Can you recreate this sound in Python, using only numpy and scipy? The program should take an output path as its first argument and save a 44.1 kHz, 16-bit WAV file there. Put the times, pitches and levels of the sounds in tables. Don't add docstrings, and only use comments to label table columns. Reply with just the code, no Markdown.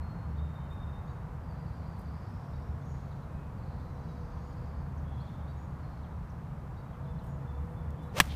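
import sys
import numpy as np
from scipy import signal
from scipy.fft import rfft, irfft, next_fast_len
from scipy.io import wavfile
from scipy.ndimage import uniform_filter1d

SR = 44100
rng = np.random.default_rng(int(sys.argv[2]) if len(sys.argv) > 2 else 0)


def how_loud(loudness_db):
    steps = np.asarray(loudness_db, float) / 20
    return 10 ** steps


def put_to_file(sound):
    columns = np.atleast_2d(sound).T
    safe = np.clip(columns, -1, 1)
    whole_steps = np.round(safe * 32767)
    wavfile.write(sys.argv[1], SR, whole_steps.astype(np.int16))


N = 368250
TIME = np.arange(N) / SR
FAST = next_fast_len(N)
FREQ = np.fft.rfftfreq(FAST, 1 / SR) + 1e-3
TOP_HZ = 15350


def unit(x):
    return x / np.sqrt(np.mean(x ** 2))


def shaped(gain):
    spectrum = rfft(rng.standard_normal(FAST))
    return unit(irfft(spectrum * gain(FREQ), FAST)[:N])


def colour(spectrum):
    hz, db = np.transpose(spectrum)
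    return lambda f: how_loud(np.interp(np.log(f), np.log(hz), db))


def peak(hz, width_hz):
    return lambda f: 1 / (1 + (2 * (f - hz) / width_hz) ** 2)


def walk(rate_hz):
    k = int(SR / rate_hz)
    held = np.repeat(rng.standard_normal(N // k + 1), k)
    return uniform_filter1d(uniform_filter1d(held, k), k)[:N]


def add(out, start_s, x):
    i = int(round(start_s * SR))
    out[i:i + len(x)] += x[:max(len(out) - i, 0)]


def ring(hz, t60_s, length_s=.08):
    t = np.arange(int(length_s * SR)) / SR
    return np.sin(2 * np.pi * hz * t) * np.exp(-np.log(1000) * t / t60_s)


def note(hz, db, edge=0.32):
    window = signal.windows.tukey(len(hz), min(edge, 1.))
    return np.sqrt(2) * how_loud(db) * window * np.sin(2 * np.pi * np.cumsum(hz) / SR)


def traffic():
    # (frequency [Hz], density [dB per Hz])
    road_spectrum = [(18, -39), (30, 1.5), (64, -1), (143, -3.5), (313, -20.5), (366, -23.5), (488, -22),
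                     (570, -23), (960, -22), (1310, -27.5), (2940, -47.5), (15200, -64.5)]
    # (frequency [Hz], width [Hz], level [dB])
    engines = [(73.53, 8.6, -44.5), (137.4, 4.1, -49), (163.2, 14, -51)]
    # (time [s], length [s], frequency [Hz], level [dB])
    hums = [
        (.9, 0.93, 486.5, -64.5),
        (3.4, 1.57, 486.5, -65),
        (6.8, 1.55, 486.5, -60),
        (6.95, .52, 650, -59),
    ]
    road_db, motor_db, motor_hz = -40.9, -75, 486.5
    tyres_db, tyres_s = 1.46, 2.5

    road = rfft(rng.standard_normal(FAST)) * colour(road_spectrum)(FREQ)
    road = road * (FREQ < TOP_HZ) / (1 + (42 / FREQ) ** 4)
    out = 0
    for octave in range(0, 11, 2):
        offset = (np.log2(FREQ / 24) - octave) / 2
        share = np.cos(np.pi / 2 * np.clip(offset, -1, 1)) ** 2
        hiss_db = tyres_db * np.exp(-(TIME / tyres_s) ** 2) * (octave == 6)
        swell_db = hiss_db + 0.45 * walk(1.45) + 0.36 * walk(8)
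        out = out + how_loud(swell_db) * irfft(road * share, FAST)[:N]

    drones = sum(how_loud(db + 2.0 * walk(1.194)) * shaped(peak(hz, width_hz)) for hz, width_hz, db in engines)
    motor = how_loud(motor_db) * shaped(peak(motor_hz, 4.9))
    for start_s, length_s, hz, db in hums:
        add(motor, start_s, note(np.full(int(length_s * SR), hz), db, .35))
    return how_loud(road_db) * unit(out) + drones + how_loud(1.5 * walk(9)) * motor


def calls(waver):
    # (time [s], length [s], frequency [Hz], level [dB])
    held = [(0.0, .37, 4230, -65), (0.373, 0.26, 3650, -58), (0.687, .37, 3630, -57.5),
            (.428, .15, 7300, -80), (.27, .06, 5430, -82), (.6, .08, 3060, -74), (1.75, .06, 7500, -82),
            (2.255, .11, 7950, -82), (3.29, .21, 2490, -67), (3.86, .29, 3980, -73), (4.08, .1, 3850, -70),
            (5.1, .16, 3300, -72), (5.267, .36, 3580, -69), (5.82, .27, 4190, -72), (6.44, .06, 3850, -78),
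            (8.03, .05, 3820, -74)]
    # (time [s], level [dB])
    peeps = [(7.07, -67), (7.47, -64), (7.76, -65), (7.99, -66)]
    # (time [s], first frequency [Hz], last frequency [Hz], level [dB])
    slides = [(2.02, 3600, 2600, -75), (2.81, 3300, 3600, -69), (2.9, 5470, 6600, -73),
              (3.108, 4250, 3300, -65), (3.224, 4300, 3500, -66), (3.79, 3450, 3700, -71),
              (3.65, 3300, 4400, -73), (4.27, 3900, 3000, -73), (4.37, 3300, 3500, -70),
              (5.137, 4300, 3600, -71), (5.196, 3900, 4700, -60), (5.26, 4500, 2670, -69),
              (5.39, 4100, 2800, -69), (5.921, 3400, 2900, -75), (6.025, 4200, 2800, -64.5),
              (6.925, 3600, 2200, -66), (7.038, 4400, 2900, -66.5), (7.183, 4400, 2400, -65),
              (7.976, 3400, 2900, -68), (8.09, 4200, 3300, -67)]
    # (time [s], first frequency [Hz], last frequency [Hz], level [dB])
    ticks = [(3.123, 7600, 5600, -77), (4.52, 6900, 6200, -76), (4.654, 6900, 6200, -72.5),
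             (4.78, 6800, 6100, -70), (4.972, 7100, 5100, -66), (6.292, 6900, 4900, -68),
             (7.07, 5500, 4800, -75), (7.21, 5500, 4900, -77)]
    # (length [s], top frequency [Hz], second overtone [Hz], second level [dB])
    low_chirp = (0.05, 3868, 4580, -3.5)
    high_chirp = (.105, 6780, 5759, -9)
    # (time [s], level [dB])
    low_calls = [(.355, -68.5), (1.073, -67), (2.53, -67), (5.473, -67), (6.765, -68)]
    high_calls = [(1.055, -80), (2.86, -72.5), (4.408, -74), (5.56, -73), (7.258, -72.5)]
    held_rise = .015
    peep_s, peep_hz, tick_s = 0.058, 3500, .02
    slide_oct_per_s, slide_min_s = 17, .028
    breath_db_per_s, swell_share = 40, .16

    glides = [(s, length_s, hz, hz * (1 + held_rise), db) for s, length_s, hz, db in held]
    glides += [(s, peep_s, peep_hz, peep_hz, db) for s, db in peeps]
    for s, first_hz, last_hz, db in slides:
        slide_s = abs(np.log2(last_hz / first_hz)) / slide_oct_per_s
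        glides.append((s, max(slide_s, slide_min_s), first_hz, last_hz, db))
    glides += [(s, tick_s, first_hz, last_hz, db) for s, first_hz, last_hz, db in ticks]

    out = np.zeros(N)
    for start_s, length_s, first_hz, last_hz, db in glides:
        n = int(length_s * SR)
        hz = np.linspace(first_hz, last_hz, n) * waver[int(start_s * SR):][:n]
        add(out, start_s, note(hz, db - breath_db_per_s * TIME[:n], max(.015 / length_s, swell_share)))

    for chirp, times in ((low_chirp, low_calls), (high_chirp, high_calls)):
        length_s, top_hz, second_hz, second_db = chirp
        u = np.linspace(-1, .8, int(length_s * SR))
        bend = min(5e-5 / length_s ** 3, .13)
        for start_s, db in times:
            arch = (1 - bend * abs(u) ** 3) * waver[int(start_s * SR):][:len(u)]
            add(out, start_s, note(top_hz * arch, db, 0.22) + note(second_hz * arch, db + second_db, 0.34))
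    return out


def birds():
    # (time [s], length [s], top frequency [Hz], rate [notes/s], level [dB])
    trills = [
        (1.413, 0.76, 4800, 7, -68.5),
        (2.097, .2, 5500, 22, -68),
        (2.27, 0.41, 5860, 17, -71.5),
        (2.798, .177, 6900, 17, -70),
        (2.805, 0.34, 4670, 19, -74),
        (3.56, .3, 4750, 19, -69),
        (3.881, 0.52, 6500, 13, -74),
        (3.952, 0.89, 5130, 19.5, -70.5),
        (5.05, .21, 3720, 45, -62.5),
        (5.68, .3, 4920, 23, -75),
    ]
    fall_share, rest_hz = .36, 2400
    trees_t60_s, trees_db, birds_db = .8, -3, -6
    chorus_db = -78

    waver = 1 + 0.0087 * walk(120)
    near = calls(waver)
    far, busy = np.zeros(N), np.zeros(N)
    pace = 1 + 0.23 * walk(4.2)
    for start_s, length_s, top_hz, rate, db in trills:
        n, i = int(length_s * SR), int(start_s * SR)
        phase = np.cumsum(pace[i:i + n]) / SR * rate % 1
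        fall_hz = fall_share * (top_hz - rest_hz) * phase ** (19 / rate)
        tone = note((top_hz - fall_hz) * waver[i:i + n], db, 0.084)
        add(far, start_s, tone * np.sin(np.pi * phase) ** 0.15)
        add(busy, start_s, np.hanning(n + SR // 5) ** 2)

    t = TIME[:SR // 2]
    echoes = rng.standard_normal(len(t)) * np.exp(-np.log(1000) * t / trees_t60_s)
    echoes = echoes / np.sqrt(np.sum(echoes ** 2))
    wet = signal.fftconvolve(how_loud(trees_db) * near + far, echoes)[:N]
    direct = how_loud(2.5 * walk(70)) * (near + how_loud(-10.5) * far)
    chorus = np.sqrt(busy) * how_loud(chorus_db + 2.5 * walk(40)) * shaped(peak(4250, 3400))
    return how_loud(birds_db) * (direct + wet) + chorus


def rustles():
    # (time [s], length [s], level [dB], low edge [Hz])
    brushes = [
        (.66, .14, -78, 6800),
        (1.985, .022, -61.5, 7000),
        (1.93, 0.15, -75, 6600),
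        (7.2, 0.135, -71, 6500),
        (7.905, 0.003, -58, 3000),
        (7.45, 0.51, -77, 6500),
        (8.0, .1, -69, 3700),
    ]
    out, grit = np.zeros(N), walk(150)
    for start_s, length_s, db, low_hz in brushes:
        n, i = int(length_s * SR), int(start_s * SR)
        band = signal.butter(2, [low_hz, TOP_HZ], "band", fs=SR, output="sos")
        bright = signal.sosfilt(band, rng.standard_normal(SR))[:n]
        add(out, start_s, how_loud(db + 3.8 * grit[i:i + n]) * np.hanning(n) * bright)
    return out


def swing():
    # (time [s], shaft speed [m/s])
    path = [
        (8.09, 14),
        (8.15, 26),
        (8.168, 33),
        (8.19, 36.2),
        (8.24, 30),
    ]
    # (frequency [Hz], density [dB per Hz])
    rush_spectrum = [(250, -8.5), (600, -1), (1500, -4.5), (3000, -11), (6000, -16.5), (11000, -25),
                     (15500, -27.5)]
    shaft_m, full_m_per_s = .012, 36.2
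    whistle_db, whistle_db_per_oct = -33, 30
    rush_db, rush_db_per_oct = -32, 48
    low_s, hush_db_per_s = 8.192, 1600

    path_s, path_m_per_s = np.transpose(path)
    speed = np.interp(TIME, path_s, path_m_per_s)
    shed_hz = speed / (5 * shaft_m) * (1 + 0.0377 * walk(120))
    whistle = how_loud(1.5 * walk(90)) * np.sin(2 * np.pi * np.cumsum(shed_hz) / SR)
    rush = how_loud(1.6 * walk(400)) * shaped(colour(rush_spectrum))
    octaves = np.log2(speed / full_m_per_s)
    hush = how_loud(-hush_db_per_s * np.maximum(TIME - low_s, 0)) * (TIME > path_s[0])
    whistle = how_loud(whistle_db + whistle_db_per_oct * octaves) * whistle
    return hush * (whistle + how_loud(rush_db + rush_db_per_oct * octaves) * rush)


def strike():
    # (time [s], peak [dB], contact [ms], face ring [dB], sole ring [dB])
    blows = [
        (8.20132, 1.2, .105, -16, -24),
        (8.20255, -24, .14, -18, -7.5),
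        (8.20428, -30, .12, -15, -24),
        (8.2081, -40, .15, -22, -19),
        (8.2089, -16, .25, -26, -24),
    ]
    # (frequency [Hz], level [dB], t60 [s])
    face_modes = [(2800, -2, 0.016), (3400, -1.5, 0.0093), (4800, -9, 0.0068), (5940, -5.5, 0.0076),
                  (7400, -14, 0.0087), (8400, -13, 0.0072), (11150, 0, 0.0048), (13500, -8, .005)]
    # (frequency [Hz], level [dB], t60 [s])
    sole_modes = [(1180, -7, .018), (1740, 0, .011), (1960, -2, .013)]
    # (delay [s], length [s], level [dB], centre [Hz], width [Hz])
    tree_return = (.055, .13, -54, 3300, 2200)
    thud_s, thud_hz, thud_db, thud_t60_s = 8.2075, 170, -20.5, 0.063

    out = np.zeros(N)
    face = sum((-1) ** k * how_loud(db) * ring(hz, t60_s) for k, (hz, db, t60_s) in enumerate(face_modes))
    sole = sum(how_loud(db) * ring(hz, t60_s) for hz, db, t60_s in sole_modes)
    for start_s, db, contact_ms, face_db, sole_db in blows:
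        subsample = start_s * SR - round(start_s * SR)
        contacts = (np.arange(-4, 60) - subsample) / SR * 1000 / contact_ms
        push = np.sin(np.pi * np.clip(contacts, 0, 1)) ** 2
        rebound = np.sin(np.pi * np.clip((contacts - .9) / 5, 0, 1)) ** 2
        add(out, start_s - 4 / SR, how_loud(db) * (.45 * rebound - push))
        modes = how_loud(face_db) * face + how_loud(sole_db) * sole
        add(out, start_s - 4 / SR, np.convolve(push / push.sum(), modes))
    add(out, thud_s, how_loud(thud_db) * ring(thud_hz, thud_t60_s, .15))

    delay_s, length_s, db, hz, width_hz = tree_return
    n = int(length_s * SR)
    crack = how_loud(db + 2.5 * walk(166)[:n]) * np.hanning(n) * shaped(peak(hz, width_hz))[:n]
    add(out, blows[0][0] + delay_s, crack)
    return out


def turf():
    # (frequency [Hz], density [dB per Hz])
    soil_spectrum = [(200, -20), (700, -8), (1500, -6), (3000, -12), (6000, -17), (12000, -21.5),
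                     (15500, -23)]
    tear_s, attack_s, hold_s = 8.2010, .0008, .005
    tear_db, tear_db_per_s = -21, 1900
    spray_db, spray_db_per_s = -49, 75

    grains = how_loud(2.9 * walk(900) + .5 * walk(150))
    t = np.maximum(TIME - tear_s, 0)
    tear = how_loud(tear_db - tear_db_per_s * np.maximum(t - hold_s, 0))
    spray = how_loud(spray_db - spray_db_per_s * t + 1.5 * walk(200))
    attack = np.minimum(t / attack_s, 1) ** 2
    return attack * (tear + spray) * unit(grains * shaped(colour(soil_spectrum)))


def scene():
    return (traffic() + birds() + rustles() + swing() + strike() + turf())[None]


def low_pass(x):
    return signal.sosfilt(signal.butter(12, 16460, fs=SR, output="sos"), x)


def record(dry):
    hiss_db, hiss_hz, hiss_width_hz = -84.5, 13000, 6000
    hiss = how_loud(hiss_db) * shaped(peak(hiss_hz, hiss_width_hz))
    lowpass = signal.ellip(6, .3, 26, TOP_HZ, fs=SR, output="sos")
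    mix = np.clip(signal.sosfilt(lowpass, dry + hiss), -1, 1)
    return low_pass(mix)


dry = scene()
out = record(dry)
put_to_file(out)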